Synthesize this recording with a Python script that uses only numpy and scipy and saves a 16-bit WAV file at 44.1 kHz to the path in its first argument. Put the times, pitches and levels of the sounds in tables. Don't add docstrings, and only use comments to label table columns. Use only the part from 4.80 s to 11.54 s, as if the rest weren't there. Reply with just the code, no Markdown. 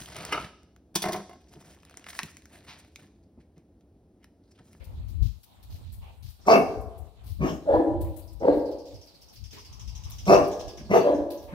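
import sys
import numpy as np
from scipy import signal
from scipy.fft import rfft, irfft, next_fast_len
from scipy.io import wavfile
from scipy.ndimage import uniform_filter1d

SR = 44100
rng = np.random.default_rng(int(sys.argv[2]) if len(sys.argv) > 2 else 0)


def log_audio(samples):
    frames = np.atleast_2d(samples).T
    limited = np.clip(frames, -1, 1)
    pcm = np.round(limited * 32767).astype(np.int16)
    wavfile.write(sys.argv[1], SR, pcm)


def level_to_linear(level):
    exponent = np.asarray(level, float) / 20
    return 10 ** exponent


N = 297224

# (peak [s], rise [s], fall [s], peak level [dB], top pitch [Hz])
NEAR_BARKS = [
    (1.727, 0.074, .11, -11.5, 226.9),
    (2.672, 0.09, 0.1, -26, 202.3),
    (5.54, 0.089, .11, -10, 212.6),
    (6.167, .085, .07, -15, 228.8),
    (6.8, 0.09, 0.071, -32, 180),
]
FAR_BARKS = [
    (2.955, .11, 0.12, -19, 321.1),
    (3.697, .105, .13, -22.5, 288.6),
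    (6.29, .07, 0.1214, -19, 287.6),
]


def evened(x):
    return x / np.sqrt(np.mean(x ** 2) + 1e-20)


def read(points, hz):
    f, value = np.transpose(points)
    return np.interp(np.log(hz + 1), np.log(f + 1), value)


def add(mix, s, sound):
    part = mix[..., max(round(s * SR), 0):][..., :sound.shape[-1]]
    part += sound[..., :part.shape[-1]]


def drift(count, hz):
    lowpass = signal.butter(2, hz, fs=SR, output="sos")
    return evened(signal.sosfilt(lowpass, rng.standard_normal(count + 4000))[4000:])


def swell(t, s, half):
    return np.exp(-((t - s) / max(half, .002)) ** 2)


def resonate(x, hz, width):
    turn = np.exp(2j * np.pi * np.cumsum(hz * np.ones(x.shape[-1])) / SR)
    r = np.exp(-np.pi * width / SR)
    return 2 * (turn * signal.lfilter([(1 - r) ** 2], [1, -2 * r, r * r], x / turn)).real


def coloured(x, points):
    size = next_fast_len(x.shape[-1])
    gain = level_to_linear(read(points, np.fft.rfftfreq(size, 1 / SR)))
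    return irfft(rfft(x, size) * gain, size)[..., :x.shape[-1]]


def sides(db):
    return level_to_linear(np.array([db / 2, -db / 2]))


def perform(row, flutter, vowel, jaw, gesture, rough, full_db):
    peak, rise, fall, db, hz = row
    rasp_db, bright_db, chest_db = flutter
    mouth_ratio, *throat_db = vowel
    stretch_start, stretch_end, fade_db, tilt_db, arch = jaw
    stage, effort_db, ratio, rougher, mouth_hz, more_rasp_db, more_chest_db = np.transpose(gesture)
    rough_per_db = .03
    rows = np.transpose([
        peak + stage * np.where(stage < 0, rise, fall),
        db + effort_db,
        hz * ratio ** arch,
        rough + rougher + rough_per_db * max(full_db - db, 0),
        mouth_hz * mouth_ratio,
        rasp_db + more_rasp_db,
        chest_db + more_chest_db])
    return rows, (stretch_start, stretch_end, bright_db, fade_db, tilt_db, [*throat_db, 0])


def bark(rows, colour, throat, cavities, chest_hz, jitter, weak_db):
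    # (time [s], level [dB], half length [s])
    surges = [(1.673, -4, .008), (1.681, 4.5, 0.0043), (1.699, 2.5, 0.0044), (1.723, 4.5, 0.0044),
              (1.737, 3.8, 0.007), (1.762, 6.5, .008), (2.605, -5, 0.0074), (2.61, 6, 0.0062),
              (2.648, 6, 0.0068), (2.704, 0.5, 0.0023), (2.882, -9.5, 0.014), (2.892, 2.5, 0.0057),
              (2.906, 1.5, 0.006), (2.941, 5.5, 0.0098), (2.956, -6, 0.002), (2.986, 2.5, 0.0041),
              (3, 12.5, 0.0094), (3.639, 10, 0.0062), (3.641, -10.5, .004), (3.655, 10, 0.0074),
              (3.663, -9.5, 0.0025), (3.684, 14.5, 0.0041), (3.696, 5, 0.0031), (3.703, 9, 0.0027),
              (3.731, 9, .008), (3.788, 7, 0.017), (5.456, -17, .008), (5.487, -7, 0.012),
              (5.497, 3, 0.0072), (5.528, 3.5, 0.015), (5.535, 2.5, 0.0052), (5.559, -2, 0.0067),
              (6.114, 5, 0.0069), (6.127, -8, 0.014), (6.14, 7.5, 0.0054), (6.154, 2.5, 0.018),
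              (6.229, -3, 0.0069), (6.27, 3.5, 0.0034), (6.283, -8, 0.0056), (6.29, 1, 0.0052),
              (6.319, -10.5, 0.0062), (6.33, 9, .008), (6.374, -5, 0.004)]
    # (time [s], half length [s], centre [Hz], width [Hz], level re voice [dB])
    flares = [(1.685, 0.0066, 2202, 300, -15.5), (1.696, 0.015, 4696, 298, -30),
              (1.72, 0.014, 5280, 600, -33.5), (1.744, .028, 2600, 200, -15.5),
              (1.746, .03, 2210, 200, -14.5), (2.626, 0.017, 2300, 250, -14.5),
              (2.697, 0.015, 3020, 606, -10.5), (2.705, .035, 5520, 595, -16.5),
              (2.94, .04, 3400, 200, -46.5), (2.96, 0.024, 4380, 300, -42.5), (3.63, 0.013, 2100, 150, -26),
              (3.679, 0.0096, 1620, 150, -17.5), (3.732, 0.033, 4170, 302, -27),
              (5.484, 0.0078, 2385, 300, -10.5), (5.499, 0.0058, 5160, 500, -22.5),
              (5.537, 0.014, 5570, 500, -23.5), (5.546, 0.012, 4960, 300, -25.5),
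              (5.548, 0.012, 2750, 250, -31), (6.13, 0.014, 2720, 250, -24.5),
              (6.118, 0.012, 2040, 250, -11), (6.177, 0.01, 2700, 300, -24), (6.185, 0.017, 3470, 200, -31),
              (6.219, .015, 4580, 500, -14), (6.226, 0.018, 2700, 303, -16)]
    glows = [(1.687, 0.011, 874, 120, -4), (1.79, 0.029, 281, 90, 0), (1.735, 0.023, 664, 100, -6.5),
             (2.679, 0.025, 314, 90, -3), (2.669, 0.042, 778, 90, -10), (2.895, 0.013, 579, 100, 0),
             (2.96, 0.019, 967, 80, -7.5), (2.98, 0.024, 298, 70, -11), (3.78, 0.043, 301, 80, -3),
             (5.478, .015, 186, 80, -3), (5.515, 0.016, 432, 130, -8), (5.57, 0.032, 707, 90, -4),
             (6.165, 0.01, 458, 100, -8.5), (6.29, 0.028, 560, 80, -7.5)]
    breaths = [(1.665, 0.011, 6084, 6000, -17.5), (1.712, 0.018, 5110, 1400, -19),
               (1.78, 0.043, 11000, 7000, -28), (2.74, 0.015, 6000, 5000, -23),
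               (5.475, 0.017, 4500, 5000, -20), (5.6, 0.024, 7940, 6000, -34.5)]
    more_glows = [(2.65, .025, 1210, 252, -9), (2.66, 0.022, 1820, 790, -23), (5.535, 0.019, 1074, 248, -9),
                  (5.54, 0.026, 854, 120, -10), (6.16, .015, 875, 120, -6), (6.165, 0.016, 1250, 400, -12),
                  (6.295, 0.027, 930, 150, -15), (6.33, 0.02, 572, 100, -15)]
    s, *columns = np.transpose(rows)
    t = np.arange(s[0], s[-1], 1 / SR)
    effort_db, hz, rough, mouth_hz, rasp_db, chest_db = (np.interp(t, s, c) for c in columns)
    rough = np.clip(rough, 0, 1)
    stretch_start, stretch_end, bright_db, fade_db, tilt_db, throat_db = colour

    turns = np.cumsum(hz * (1 + jitter * drift(len(t), 60))) / SR
    alternate = 1 + level_to_linear(weak_db) * np.cos(np.pi * turns)
    folds = alternate * sum(np.cos(2 * np.pi * k * turns) for k in range(1, 24))
    puffs = (1.0 + np.exp(-(turns % 1) / 0.044)) * rng.standard_normal(len(t))
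    drive = np.sqrt(1 - rough) * evened(folds) + 2.3 * np.sqrt(rough) * evened(puffs)

    mouth = mouth_hz / throat[0][0]
    voice = 0
    for k, (f, width, db) in enumerate(throat):
        ring = resonate(drive, f * mouth ** (1 / (1 + 3 * k)), width)
        voice = voice + (-1) ** k * level_to_linear(db + k * bright_db + throat_db[k]) * ring

    stretch = np.linspace(stretch_start, stretch_end, len(t))
    tilt = tilt_db - fade_db * np.linspace(-.5, .5, len(t))
    rasp = 0
    for f, width, db in cavities:
        ring = evened(resonate(drive, f * stretch, max(width, 70)))
        rasp = rasp + level_to_linear(db + tilt * np.log2(f / 2500)) * ring

    surge_db = sum(db * swell(t, at, half) for at, db, half in surges)
    moments = 0
    for at, half, f, width, db in flares + glows + breaths + more_glows:
        if s[0] < at < s[-1]:
            ring = evened(resonate(drive, f, max(width, 70)))
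            moments = moments + level_to_linear(db) * swell(t, at, half) * ring

    body = evened(voice) + level_to_linear(chest_db) * evened(resonate(drive, chest_hz, 73))
    whole = level_to_linear(surge_db) * body + level_to_linear(rasp_db + .4 * surge_db) * evened(rasp) + moments
    radiated = signal.sosfilt(signal.butter(2, 120, "high", fs=SR, output="sos"), whole)
    return level_to_linear(effort_db) * radiated * signal.windows.tukey(len(t), .2)


def yard(x, direct_db, echo_db, tail_db, gap):
    # (frequency [Hz], t60 [s])
    decay = [(150, 0.93), (400, 0.77), (1040, 0.93), (2760, 0.4), (7280, 0.74)]
    # (frequency [Hz], level [dB])
    tail_colour = [(120, -6.5), (200, -0.5), (300, 7.5), (700, 2.5), (1200, -3), (2500, 8), (8000, 3.5)]
    # (frequency [Hz], left-right likeness [0-1])
    likeness = [(100, 1), (400, 0.96), (1000, 0.67), (3000, 0.12), (10000, .2)]
    # (delay [s], left [dB], right [dB])
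    echoes = [(.004, -9.5, -25.5), (.011, -16.5, -6.5), (.019, 6, -6.5), (.027, -5.5, -4), (.041, -7.5, -1),
              (.058, -8, -19.5)]
    taps = np.zeros((2, SR))
    at = np.arange(0, SR - 20, 20) + rng.integers(0, 20, (2, SR // 20 - 1))
    np.put_along_axis(taps, at, rng.choice([-1., 1.], at.shape), 1)
    hz, t, z = signal.stft(taps, SR, nperseg=256)
    same = np.clip(read(likeness, hz), 0, 1)[:, None]
    z[1] = same * z[0] + np.sqrt(1 - same ** 2) * z[1]
    fall_db = read(tail_colour, hz)[:, None] - 60 * t / read(decay, hz)[:, None]
    tail = signal.istft(z * level_to_linear(fall_db) * np.minimum(t / gap, 1), SR, nperseg=256)[1][:, :SR]
    paths = level_to_linear(tail_db) * tail / np.linalg.norm(tail[0])
    paths[1, 10] += level_to_linear(direct_db)
    paths[0, 0] += level_to_linear(direct_db)
    for k, (delay, left_db, right_db) in enumerate(echoes):
        start = round(delay * SR)
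        paths[0, start] += level_to_linear(left_db + echo_db)
        paths[1, start + (-1) ** k * 14] += level_to_linear(right_db + echo_db)
    return signal.fftconvolve(x[None], paths, axes=1)[:, :N]


def dogs():
    # (centre [Hz], width [Hz], level [dB])
    near_throat = [(464, 282, 9), (711, 156, 5.5), (926, 134, -6.5), (1146, 198, -2.5), (1550, 740, -17.5)]
    near_rasp = [(2280, 87, 7), (2676, 180, 9), (3150, 1500, -6), (4620, 240, -3.5), (5820, 1100, 6),
                 (7070, 1600, -9.5), (11400, 3500, -9), (13070, 7900, -9)]
    far_throat = [(560, 172, 9.5), (834, 140, -12.5), (958.4, 93, -4.5), (1390, 300, -32)]
    far_rasp = [(1720, 110, 8), (2230, 150, -7), (3380, 130, -5), (4210, 170, -9)]
    # (stage [-1 onset, 0 peak, 1 end], effort [dB], pitch [ratio],
    # added roughness [0-1], mouth [Hz], rasp [dB], chest [dB])
    near_gesture = [(-1, -37, .82, 0.079, 385, -7, 24), (-.72, -17, .88, 0.72, 410, 0, 24),
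                    (-.55, -5, 0.93, 0.18, 383, -1, 5.5), (0, -2.5, 0.97, 0.33, 517, -1.3, -5.3),
                    (.28, -8.5, .87, 0.21, 351, 0.5, -4.5), (.6, -15.5, .75, 0.16, 374, -4.5, 2.5),
                    (1, -15.5, 0.61, .12, 275, -4, 10.5)]
    far_gesture = [(-1, -32, .92, 0.12, 430, -2.5, 0), (-.7, -6.5, .94, 0.25, 603, 1, 2),
                   (-.4, -4.5, .96, 0.067, 531, 6, -6), (0, -0.6, .99, 0.012, 556, 4.5, 0.5),
                   (0.243, -12.5, 1.04, .02, 573, 6, 9.5), (0.53, -18, .98, 0.18, 590, -12.5, 12.5),
                   (0.77, -21, 0.83, 0.45, 470, -16, -2)]
    # (rasp [dB], brightness per resonance [dB], chest [dB])
    near_flutter = [(-20, 1.33, -27), (-18.5, 1.5, -5), (-20, 0.93, -24), (-21.5, 1.4, -15),
                    (-54, 18, -11.5)]
    far_flutter = [(-30, 2.5, -5.5), (-40, -1, -6.5), (-30, 0.1, -8)]
    # (mouth opening [ratio], first four throat resonances, each [dB])
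    near_vowels = [(0.98, -0.68, 5, 1.8, 2.2), (0.67, 0.96, -2.7, 0.5, -4.5), (0.97, 0.19, 4, 4.4, 4.5),
                   (1.014, 1, -2.8, 3.2, -4.5), (0.66, .1, .1, .1, -3)]
    far_vowels = [(0.97, -0.92, 1.5, -9, .1), (0.92, .6, 4.6, .1, .1), (1.008, 0.035, .1, 0.21, .1)]
    # (cavity stretch at onset [ratio], at end [ratio], treble lost [dB/octave],
    # treble tilt [dB/octave], pitch arch depth [exponent])
    near_jaws = [(0.97, 1.01, 18.5, -4, .9), (0.97, 1.155, -11.5, 4, 1.2), (0.92, 1.076, 13, -1, 1.1),
                 (0.97, 1.06, -1, 3, 1.3), (.85, 1.1, -20, .1, 1.7)]
    far_jaws = [(.98, 1.01, 6, -7.5, 1.1), (0.99, 1.01, -5, -14, 1.1), (0.92, 1.014, 10.5, 1.5, 1.2)]
    near, far = np.zeros((2, N))
    for row in zip(NEAR_BARKS, near_flutter, near_vowels, near_jaws):
        rows, colour = perform(*row, near_gesture, rough=.1, full_db=-11)
        add(near, rows[0][0], bark(rows, colour, near_throat, near_rasp, 195, jitter=.045, weak_db=-9))
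    for row in zip(FAR_BARKS, far_flutter, far_vowels, far_jaws):
        rows, colour = perform(*row, far_gesture, rough=.36, full_db=-17)
        add(far, rows[0][0], bark(rows, colour, far_throat, far_rasp, 320, jitter=.055, weak_db=-6))
    return yard(near, 0.21, -8, -6.5, gap=0.0025) + yard(far, 0.64, -32.5, -2.02, gap=0.027)


def grunts():
    # (time [s], level [dB], centre [Hz], half length [s])
    rumbles = [
        (1.66, -55, 1100, .01),
        (6.015, -43, 170, .02),
        (6.06, -48, 200, .03),
    ]
    out, t = np.zeros(N), np.arange(SR // 5) / SR
    for s, db, hz, half in rumbles:
        rumble = evened(resonate(rng.standard_normal(len(t)), hz, .8 * hz))
        add(out, s - .1, level_to_linear(db) * swell(t, .1, half) * rumble)
    return out


def paws():
    # (time [s], peak level [dB], left-right [dB], grit below 5 kHz [dB])
    scuffs = [(0.281, -52, 14, 0), (.422, -51, 11, 6.5), (.826, -49.5, 9, -1.5), (0.9, -54, 17, 5.5),
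              (1.119, -51.5, 26.5, -3), (1.423, -58.5, 33, 11.5), (1.494, -48, 14, -19),
              (2.005, -55, 26, -25), (2.176, -52.5, 16, -23), (2.435, -57, 23.5, 0),
              (2.462, -48.5, 15, -0.5), (3.206, -42.5, 19, -8.5), (3.361, -47, 27, -10),
              (3.74, -52.5, 9, -1), (4.053, -59.5, -3, 10), (4.409, -52.5, 8, -31), (4.526, -47.5, 7.5, 0),
              (4.726, -55.5, 31, 18), (6.501, -41, 13, 0), (6.619, -48, 1, -2)]
    drags = [0.016, 0.048, .012, .06, 0.028, .07, .013, 0.012, 0.019, .03, 0.057, 0.022, 0.031, 0.039,
             0.085, 0.022, 0.024, 0.014, 0.024, 0.024]
    # (time [s], peak level [dB], left-right [dB], grit below 5 kHz [dB])
    pad_taps = [(0.039, -49, 13, -3), (0.63, -49.5, 25, 1.5), (3.526, -54, 19, -37), (3.911, -52, -2, 2),
                (4.259, -55, 3.5, -13), (5.297, -38, 11, -5), (5.672, -42.5, 18, -32),
                (5.801, -57.5, 8, 19.5)]
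    scuff_t60_s, tap_t60_s, tap_s, grit_linger = 0.17, 0.054, 0.014, 0.12
    contacts = [(*row, drag, scuff_t60_s) for row, drag in zip(scuffs, drags)]
    contacts += [(*row, tap_s, tap_t60_s) for row in pad_taps]
    out, t = np.zeros((2, N)), np.arange(SR // 4) / SR
    for s, db, pan_db, grit_db, drag_s, t60_s in contacts:
        linger_s = t60_s * level_to_linear(grit_linger * grit_db)
        shape = np.minimum(t / 0.0044, 1) * level_to_linear(-60 * np.maximum(t - drag_s, 0) / linger_s)
        noise = rng.standard_normal((2, len(t))) * level_to_linear(1.8 * drift(len(t), 150))
        hiss = evened(resonate(noise, 14000, 8400)) * sides(pan_db * 0.77)[:, None]
        grit = evened(resonate(noise, 4400, 3800))
        add(out, s, level_to_linear(db - 12.0) * shape * (hiss + level_to_linear(grit_db) * grit))
    return out


def nose():
    # (time [s], peak level [dB], nostril [Hz])
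    sniffs = [(3.419, -66.5, 4600), (3.475, -60, 5170), (3.595, -60.5, 5440), (3.6536, -57.5, 4420),
              (3.72, -57, 4170), (3.7877, -60, 4900), (3.8542, -55, 4770), (3.914, -57, 4940),
              (3.983, -55.5, 5170), (4.053, -57, 5260), (4.14, -54.5, 5200), (4.211, -54, 5380),
              (4.27, -55.5, 4700), (4.3402, -56.5, 4600), (4.4143, -54.5, 5170), (4.4826, -56, 5490),
              (4.555, -53, 5030), (4.637, -50.5, 5350), (4.7061, -50.5, 5300), (4.782, -50, 5300),
              (4.8458, -50.5, 5040), (4.924, -52, 5500), (4.994, -49, 5670), (5.0739, -49, 5360),
              (5.1494, -48.5, 5830), (5.234, -48.5, 5640), (5.315, -48.5, 5700), (5.3815, -47, 5570),
              (5.452, -46.5, 5560), (5.638, -48, 5100), (5.712, -47, 5800), (5.7922, -47, 5450),
              (5.877, -47, 5240), (5.971, -49.5, 5500), (6.049, -58.5, 4500), (6.339, -55, 5800),
              (6.4194, -82, 4060), (6.5718, -56, 5800)]
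    # (time [s], level [dB], mouth [Hz], nose [Hz], length [s])
    huffs = [(0, -55, 540, 1920, .033), (.642, -68, 820, 3250, .11), (.897, -67.5, 610, 2480, .082),
             (1.206, -56.5, 836, 2530, .092), (1.6, -66, 5300, 4300, .065), (3.24, -58, 1000, 1800, .04),
             (4.714, -53, 240, 1970, .069), (4.764, -54, 1030, 2870, .035), (4.86, -64, 1050, 2670, .17),
             (5.08, -64, 900, 2600, .07), (5.149, -62, 950, 2300, .07), (5.24, -59, 1050, 2200, .1),
             (5.972, -52, 170, 1890, .039), (6.673, -53, 980, 2050, .06)]
    out, t = np.zeros((2, N)), np.arange(SR // 8) / SR
    shape = np.minimum(t / 0.0033, 1) * level_to_linear(-60 * np.maximum(t - .02, 0) / 0.18)
    for s, db, hz in sniffs:
        breath = rng.standard_normal((2, len(t)))
        nostril = evened(resonate(breath, hz * (1.04 - 2.8 * t), 1300))
        sinus_db = -6.5 + 0.95 * (db + 49.0)
        sinus = level_to_linear(sinus_db) * evened(resonate(breath, 0.63 * hz, 2000))
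        sniff = nostril + sinus + level_to_linear(-10) * breath
        add(out, s, level_to_linear(db - 1.5) * shape * sniff * sides(0.41)[:, None])
    for s, db, mouth_hz, nose_hz, length_s in huffs:
        breath = rng.standard_normal((2, round(1.3 * length_s * SR)))
        pant = evened(resonate(breath, mouth_hz, max(400, mouth_hz / 4)))
        pant = pant + level_to_linear(-5) * evened(resonate(breath, nose_hz, 1600))
        add(out, s, level_to_linear(db) * pant * signal.windows.tukey(breath.shape[1], .4))
    return out


def gate():
    # (time [s], level [dB], note [Hz], t60 [s])
    rings = [
        (5.561, -59, 1662, 3),
        (6.197, -63, 1650, 2.6),
    ]
    out, t = np.zeros(N), np.arange(SR) / SR
    for s, db, hz, t60_s in rings:
        add(out, s, np.minimum(t / 0.022, 1) * level_to_linear(db - 60 * t / t60_s) * np.sin(2 * np.pi * hz * t))
    return out


def wind():
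    # (time [s], peak level [dB], left-right [dB], half length [s])
    gusts = [(0.015, -43, 12, 0.3), (0.196, -34.5, 4.5, 0.096), (0.436, -23.5, 33, 0.058),
             (0.922, -37.5, -5, 0.068), (1.1, -36, -16, 0.076), (1.197, -40.5, 0.5, 0.1),
             (1.457, -38, 19, 0.048), (1.71, -46, 8, 0.091), (1.881, -38.5, 10, 0.042),
             (2.015, -35, 31, 0.068), (2.232, -37, 36, 0.05), (2.509, -37.5, 4, 0.078),
             (2.624, -33.5, 14.5, 0.1), (2.955, -30.5, 38, 0.042), (3.143, -23, -25, 0.044),
             (3.243, -28, -4, 0.075), (3.497, -42, 26, 0.14), (3.746, -43, 4, 0.19),
             (4.156, -43.5, -7, 0.045), (4.638, -40, 30, 0.058), (5.069, -36.5, 18, 0.079),
             (5.293, -38.5, 3.5, 0.36), (5.49, -36.5, -19, 0.12), (5.608, -35.5, 10, 0.04),
             (5.872, -37, -32, 0.027), (6.133, -41, -4, 0.17), (6.296, -48.5, 22, 0.24),
             (6.39, -38.5, -21, 0.037), (6.712, -43.5, -29, 0.12), (.315, -32, 9, 0.031)]
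    # (frequency [Hz], density [dB/Hz])
    wind_colour = [(22, -22.5), (53, 1.5), (80, -0.1), (113, -6), (140, -18), (216, -24.5), (500, -49),
                   (900, -90.5)]
    lull_db, gust_edge = -63.5, 1.35
    t, power = np.arange(N // 64 + 2) * 64 / SR, level_to_linear(2 * lull_db)
    for s, db, pan_db, half in gusts:
        lean = sides(pan_db)[:, None]
        gust_db = db - 8.2 * abs((t - s) / max(half, .02)) ** gust_edge
        power = power + level_to_linear(2 * gust_db) * lean ** 2 / np.mean(lean ** 2)
    level = np.array([np.interp(np.arange(N) / SR, t, port) for port in np.sqrt(power)])
    lumps = level_to_linear(1.6 * np.array([drift(N, 13), drift(N, 6.7)]))
    rumble = coloured(rng.standard_normal((2, N)), wind_colour)
    return level_to_linear(0.5) * level * evened(lumps * rumble)


def town_hush():
    # (frequency [Hz], density [dB/Hz])
    air_colour = [(88, -33.5), (150, 5.5), (450, -5), (837, -3.5), (1700, -16.5), (4000, -11),
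                  (5570, -20.5), (16000, -25.5)]
    hush_db, stir_db, stir_t60_s = -71, -45.5, 0.67
    hz, t, z = signal.stft(coloured(rng.standard_normal((2, N)), air_colour), SR, nperseg=512)
    patches = uniform_filter1d(rng.standard_normal(z.shape[1:]), 30, 0)
    patches = evened(uniform_filter1d(patches, 12, 1))
    hush = signal.istft(z * level_to_linear(3 * patches), SR, nperseg=512)[1][:, :N]
    now, level = np.arange(N) / SR, level_to_linear(hush_db)
    for s, rise, fall, db, hz in NEAR_BARKS + FAR_BARKS:
        onset = np.clip((now - s) / rise + 1, 0, 1)
        level = level + onset * level_to_linear(db + stir_db - 60 * np.maximum(now - s, 0) / stir_t60_s)
    return level_to_linear(8.0) * level * evened(hush)


def scene():
    small = paws() + nose()
    small_yard = level_to_linear(-7.0) * yard(small.mean(0), -48, -6.0, 2.5, gap=0.041)
    return dogs() + grunts() + small + small_yard + gate() + wind() + town_hush()


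def top_cut(x):
    return signal.sosfilt(signal.butter(12, 16480, fs=SR, output="sos"), x)


def record(dry):
    # (frequency [Hz], left-right [dB])
    port_colour = [(80, 3), (200, -0.5), (380, 2), (700, -0.8), (1500, 4), (4400, -6), (8120, 12),
                   (15000, -0.5)]
    left = [(hz, db / 2) for hz, db in port_colour]
    right = [(hz, -db / 2) for hz, db in port_colour]
    ports = np.array([coloured(dry[0], left), coloured(dry[1], right)])
    ports = signal.sosfilt(signal.butter(2, 45, "high", fs=SR, output="sos"), ports)
    rounded = 1.05 * np.tanh(ports / 1.05)
    lowpass = signal.firwin(511, 15750, window=("kaiser", 9), fs=SR)
    limited = signal.oaconvolve(rounded, lowpass[None], "same")
    return top_cut(limited)


dry = scene()
out = record(dry)
log_audio(out)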